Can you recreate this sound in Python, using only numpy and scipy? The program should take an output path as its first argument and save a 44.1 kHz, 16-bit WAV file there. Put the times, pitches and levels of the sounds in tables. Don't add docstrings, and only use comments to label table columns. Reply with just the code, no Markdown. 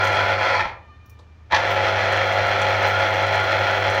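import sys
import numpy as np
from scipy import signal
from scipy.fft import rfft, irfft, next_fast_len
from scipy.io import wavfile
from scipy.ndimage import map_coordinates

SR = 44100
rng = np.random.default_rng(int(sys.argv[2]) if len(sys.argv) > 2 else 0)


def materialize(psi):
    bounded = np.clip(np.atleast_2d(psi).T, -1, 1)
    quanta = np.round(bounded * 32767).astype(np.int16)
    wavfile.write(sys.argv[1], SR, quanta)


N = 176400

# (time [s], speed [share of full])
SHAFT_SPEED = [(0, 1), (.45, 1), (.58, .99), (.64, .88), (.8, .5), (1.5, .7), (1.56, .97), (1.6, 1), (4, 1)]
# (time [s], level [dB])
DRIVE_LEVEL = [(0, -1), (.33, 1), (.37, -7), (.42, 1), (.6, -3.5), (.625, -7.5), (.70, -17.5), (.85, -89),
               (1.49, -44), (1.512, -12), (1.53, 0), (1.75, 0.5), (3, 0.5), (4, 0)]
# (time [s], level [dB])
HUM_LEVEL = [(0, 1.5), (.36, -0.5), (.5, -8), (.63, -1.5), (.67, -24), (.75, -66), (1.49, -71), (1.535, 1),
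             (1.6, -5), (1.7, 1), (4, 1)]
# (multiple [of turn rate], level [dB])
MOTOR_ORDERS = [(2, 1), (4, -15.5), (7, -16), (8, -6.5), (9, -15), (10, -3), (11, 1.5), (12, -10), (13, 2),
                (14, 3), (15, -.5), (16, 0), (17, -2), (18, -20), (19, -18.5), (20, -4.5)]
# (frequency [Hz], gain [dB])
HOUSING_RING = [(30, -26.5), (130, -9.5), (170, -16), (230, -19.5), (340, -6.5), (420, -12.5), (540, 5.5),
                (700, -2.5), (950, 1.5), (1080, -9), (1240, -2.5), (1330, 3), (1450, 0.5), (1580, -3),
                (1700, 1), (1950, 1), (2300, -2.5), (2650, -8), (3020, -12), (3300, -3), (3800, -19.5),
                (4100, -10), (4500, -18.5), (5000, -20), (5800, -21.5), (6600, -29), (8300, -44.5),
                (16000, -50.5)]
# (time [s], level [dB])
UNLOADED_LEVEL = [(0, -2.5), (.36, -4), (.44, -0.5), (.595, 3.5), (.618, -3), (.68, -18), (.73, -24),
                  (.79, -65)]
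# (frequency [Hz], gain [dB])
UNLOADED_RING = [(100, -53), (450, -6), (640, -3.5), (740, -30.5), (860, 4), (930, -16), (1000, 12),
                 (1130, -21), (1370, 6.5), (1560, -20), (1750, -3.5), (2450, 0.5), (2750, -34), (3900, -35),
                 (4200, -12), (5200, -22), (8000, -46), (16000, -62)]
# (time [s], level [dB])
WHIRR_LEVEL = [(.3, -25.5), (.6, -31.5), (2.15, -36.5), (2.5, -27), (2.6, -35.5), (2.9, -28), (2.99, -25.5),
               (3.15, -38), (3.35, -28), (3.55, -27), (3.8, -32)]
# (frequency [Hz], level [dB])
GEAR_TONES = [(1395, -3), (3270, -16), (4130, -20)]
# (time [s], level [dB], brightness [dB per octave])
GEAR_CLUNKS = [(.595, -13, -4.5), (.606, -12, -1), (.654, -18.5, -7.5), (.682, -31, -4), (1.511, -21, -3.5),
               (1.5225, -13.5, 0), (1.5302, -5.5, -5.5), (1.5435, -10, -2.5), (1.547, -11, 4.5),
               (1.563, -14.5, 2)]
# (frequency [Hz], gain [dB])
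CLUNK_BODY = [(60, -36), (300, -29), (540, -20), (730, -31), (800, 0), (850, 9), (910, 2.5), (985, 1),
              (1070, -2.5), (1450, -25), (1600, 0.5), (1790, 3.5), (2200, -13), (2450, -5.5), (2850, -20),
              (3260, -9), (3800, -11), (4280, -15.5), (5000, -23), (6000, -22.5), (8300, -49.5),
              (16000, -58)]
# (time [s], level [dB])
PULP_TICKS = [(0.0433, -39), (0.073, -40), (.1481, -45), (2.1241, -43), (2.3242, -45), (2.616, -37),
              (3.1683, -50), (3.8986, -40.5)]
# (frequency [Hz], gain [dB])
TICK_SPECTRUM = [(1000, -36), (4000, -20), (6000, 23.5), (8500, 8.5), (12000, 3), (16000, -15)]
# (time [s], level [dB])
JUICE_SPITS = [(.042, -44), (1.702, -43), (2.863, -41)]
# (time [s], level [dB])
PULP_WETNESS = [(0, 2), (.6, -7), (1.6, -7), (2.3, -0.5), (4, 1)]
# (frequency [Hz], gain [dB])
FIZZ_SPECTRUM = [(3000, -32), (7500, -3), (11500, -11), (13000, 1)]
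# (frequency [Hz], gain [dB])
TOUCH_SPECTRUM = [(100, -26), (500, 8), (950, 9), (1300, -4), (2600, -22), (3700, -3), (9000, -21),
                  (16000, -43)]
# (time [s], level [dB])
BANGLE_CLINKS = [(1.0595, -64), (1.0964, -58)]
# (frequency [Hz], level [dB], t60 [s])
BANGLE_MODES = [(5620, 1, 0.049), (11200, -6, 0.09), (14800, -19, 0.11)]
# (frequency [Hz], gain [dB])
CLINK_SPECTRUM = [(2000, -42), (5700, 2), (8000, -11), (15500, 1)]
# (frequency [Hz], t60 [s])
WALL_DECAY = [(100, 0.73), (1000, 0.4), (4000, 0.3), (14000, 0.17)]
# (time [s], pitch [Hz], level [dB])
DISTANT_WHINE = [(.7, 598, -52), (.84, 597, -58), (.94, 601, -59), (1.06, 601, -58), (1.22, 594, -63),
                 (1.35, 592, -69), (1.48, 602, -72)]
# (multiple [of pitch], level [dB])
WHINE_HARMONICS = [(2, 0), (3, -5.5), (4, -6), (5, -16), (6, -18), (7, -24)]
# (frequency [Hz], level [dB])
ROOM_HUM_TONES = [(79, -51), (110, -56.5)]
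# (frequency [Hz], gain [dB])
ROOM_SPECTRUM = [(20, -28), (45, -23), (80, -10.5), (130, -25.5), (480, -35), (1000, -37), (2700, -45.5),
                 (6500, -56.5), (8500, -71), (15500, -77)]

TURN_HZ, THROB_HZ, THROB_PEAK_S, THROB_DB = 49.93, 6.02, 3.025, 1.04
HUM_DB, KNOCK_DB, RATTLE_DB, UNLOADED_DB = -33.5, -27, -24, -25.5
CRACKLE_DB, FIZZ_DB, TOUCH_DB, ROOM_NOISE_DB = -59.5, -58.5, -41, -51.5
TIME = np.arange(N) / SR


def juicer():
    turns = np.cumsum(TURN_HZ * curves(SHAFT_SPEED)[0]) / SR
    gear_turns = turns + .01 * wobble(20)
    throb = np.cos(2 * np.pi * THROB_HZ * (TIME - THROB_PEAK_S))
    drive = amp(curves(DRIVE_LEVEL)[0] + THROB_DB * throb)
    loaded = amp(RATTLE_DB) * drive * rattle(gear_turns, HOUSING_RING, scatter_db=1, pulsing_db=-.5)
    light = rattle(gear_turns, UNLOADED_RING, scatter_db=2, pulsing_db=3.5)
    light *= amp(UNLOADED_DB + curves(UNLOADED_LEVEL)[0])
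    return hum(turns + .0062 * wobble(3.4)), drive * knocks(gear_turns), loaded + light


def hum(turns, waver_db=1.5):
    tones = sum(amp(db + waver_db * wobble(24.8)) * np.sin(2 * np.pi * (k * turns + rng.random()))
                for k, db in MOTOR_ORDERS[:4])
    return np.sqrt(2) * amp(HUM_DB + curves(HUM_LEVEL)[0]) * tones


def knocks(turns, backlash_turns=.024, jitter_s=.000098):
    count = np.arange(int(2 * turns[-1]))
    second = count % 2
    jitter, scatter_db = rng.standard_normal((len(count), 2)).T
    times = np.interp(count / 2 - backlash_turns * second, turns, TIME) + jitter_s * jitter
    sizes = amp(np.clip(scatter_db, -1.5, 1.5) - .47 * second)
    body = [(200, -34.5), (330, -24)] + [(k * TURN_HZ, db) for k, db in MOTOR_ORDERS[4:]]
    body += [(1080, -17.5), (1170, -9), (1250, -34), (1400, -1.5),
             (1600, -27), (2300, -11), (4000, -27), (8000, -67)]
    return amp(KNOCK_DB) * unit(ring(impacts(times, sizes), body))


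def rattle(turns, body, scatter_db, pulsing_db, contacts_per_s=1600):
    hits = rng.random(N) < contacts_per_s / SR
    force_db = scatter_db * np.clip(rng.standard_normal(N), -2, 2)
    force_db += pulsing_db * np.cos(4 * np.pi * (turns - .04))
    force_db += .6 * wobble(26.37)
    return unit(ring(hits * rng.choice([-1, 1], N) * amp(force_db), body))


def whirr(roughness_hz=36.27):
    drift = 1 + .014 * wobble(10)
    tones = np.zeros(N)
    for hz, db in GEAR_TONES:
        pitch_hz = hz * drift + roughness_hz * wobble(200)
        tones += amp(db) * np.sin(2 * np.pi * np.cumsum(pitch_hz) / SR)
    return np.sqrt(2) * amp(curves(WHIRR_LEVEL)[0] + curves(DRIVE_LEVEL)[0]) * tones


def clunks():
    out = np.zeros(N)
    for s, db, slope in GEAR_CLUNKS:
        body = [(hz, gain + slope * np.log2(min(hz, 5000) / 1000)) for hz, gain in CLUNK_BODY]
        out += amp(db) * burst(s, body, t60=.047, attack_s=.001, blow=.65)
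    return out


def fruit():
    ticks = sum(amp(db) * burst(s, TICK_SPECTRUM, t60=.071, attack_s=.00015) for s, db in PULP_TICKS)
    return ticks + amp(TOUCH_DB) * burst(1.188, TOUCH_SPECTRUM, t60=.074, attack_s=.0054)


def pulp(pops_per_s=40):
    clumps = wobble(45)
    pops = (rng.random(N) < pops_per_s / SR * amp(7 * clumps)) * rng.choice([-1, 1], N)
    sizes = amp(4.3 * np.clip(rng.standard_normal(N), -2, 2))
    crackle = amp(CRACKLE_DB) * unit(ring(pops * sizes, TICK_SPECTRUM))
    fizz = amp(FIZZ_DB + 1.5 * clumps) * unit(ring(rng.standard_normal(N), FIZZ_SPECTRUM))
    spits = sum(amp(db) * burst(s, FIZZ_SPECTRUM, t60=.16, attack_s=.005) for s, db in JUICE_SPITS)
    grinding = amp(curves(DRIVE_LEVEL)[0] + curves(PULP_WETNESS)[0])
    return grinding * (crackle + fizz) + spits


def bangles():
    out = np.zeros(N)
    for s, db in BANGLE_CLINKS:
        t = np.maximum(TIME - s, 0)
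        modes = sum(amp(level - 60 * t / t60) * np.sin(2 * np.pi * hz * t)
                    for hz, level, t60 in BANGLE_MODES)
        crack = amp(10.5) * burst(s, CLINK_SPECTRUM, t60=.045, attack_s=.0004)
        out += amp(db) * (modes + crack)
    return out


def tiled_walls(x):
    hz, t, noise = signal.stft(rng.standard_normal(SR // 2), SR, nperseg=256)
    decay = amp(-60 * t / along(WALL_DECAY, hz)[:, None])
    tail = signal.istft(noise * decay, SR, nperseg=256)[1]
    tail[:SR // 250] = 0
    return signal.fftconvolve(x, tail / np.linalg.norm(tail))[:N]


def distant_motor(flutter_db=3.5):
    pitch_hz, level_db = curves(DISTANT_WHINE)
    phase = 2 * np.pi * np.cumsum(pitch_hz * (1 + .004 * wobble(90))) / SR
    whine = sum(amp(level_db + db + flutter_db * wobble(34.7)) * np.sin(k * phase + 1.4 * wobble(59))
                for k, db in WHINE_HARMONICS)
    return np.sqrt(2) * whine


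def room_tone():
    drone = sum(amp(db + 2.5 * wobble(15)) * np.sin(2 * np.pi * hz * TIME + .4 * wobble(8))
                for hz, db in ROOM_HUM_TONES)
    return np.sqrt(2) * drone + amp(ROOM_NOISE_DB) * unit(ring(rng.standard_normal(N), ROOM_SPECTRUM))


def burst(start_s, colour, t60, attack_s, blow=0):
    t = np.maximum(TIME - start_s, 0)
    shape = amp(-60 * t / t60) * (1 - np.exp(-t / attack_s))
    force = shape * rng.standard_normal(N)
    force[round(start_s * SR)] += blow * np.linalg.norm(shape)
    return unit(ring(force, colour)) * np.sqrt(np.mean(shape ** 2))


def impacts(times, sizes):
    at = np.round(times * SR).astype(int)
    inside = (at >= 0) & (at < N)
    return np.bincount(at[inside], sizes[inside], N)


def ring(x, body):
    m = 2 * next_fast_len(N // 2 + 8192)
    gain = amp(along(body, np.fft.rfftfreq(m, 1 / SR)))
    cepstrum = irfft(np.log(gain), m)
    cepstrum[1:m // 2] *= 2
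    cepstrum[m // 2 + 1:] = 0
    return irfft(rfft(x, m) * np.exp(rfft(cepstrum)), m)[:N]


def along(points, hz):
    knots_hz, values = np.transpose(points)
    return np.interp(np.log(hz + 1), np.log(knots_hz + 1), values)


def curves(rows):
    times, *columns = np.transpose(rows)
    return [np.interp(TIME, times, column) for column in columns]


def wobble(rate):
    return map_coordinates(rng.standard_normal(4000), [TIME * rate])


def amp(db):
    return 10 ** (np.asarray(db) / 20)


def unit(x):
    return x / np.sqrt(np.mean(x ** 2) + 1e-20)


def scene():
    motor, knocking, rattling = juicer()
    clatter = knocking + rattling + whirr() + clunks() + fruit() + pulp() + bangles()
    walls = tiled_walls(amp(-7.5) * clatter)
    return (motor + clatter + walls + distant_motor() + room_tone())[None]


def record(dry):
    m = next_fast_len(N + SR // 2)
    in_band = np.fft.rfftfreq(m, 1 / SR) < 15800
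    return irfft(rfft(dry, m) * in_band, m)[:, :N]


dry = scene()
out = record(dry)
materialize(out)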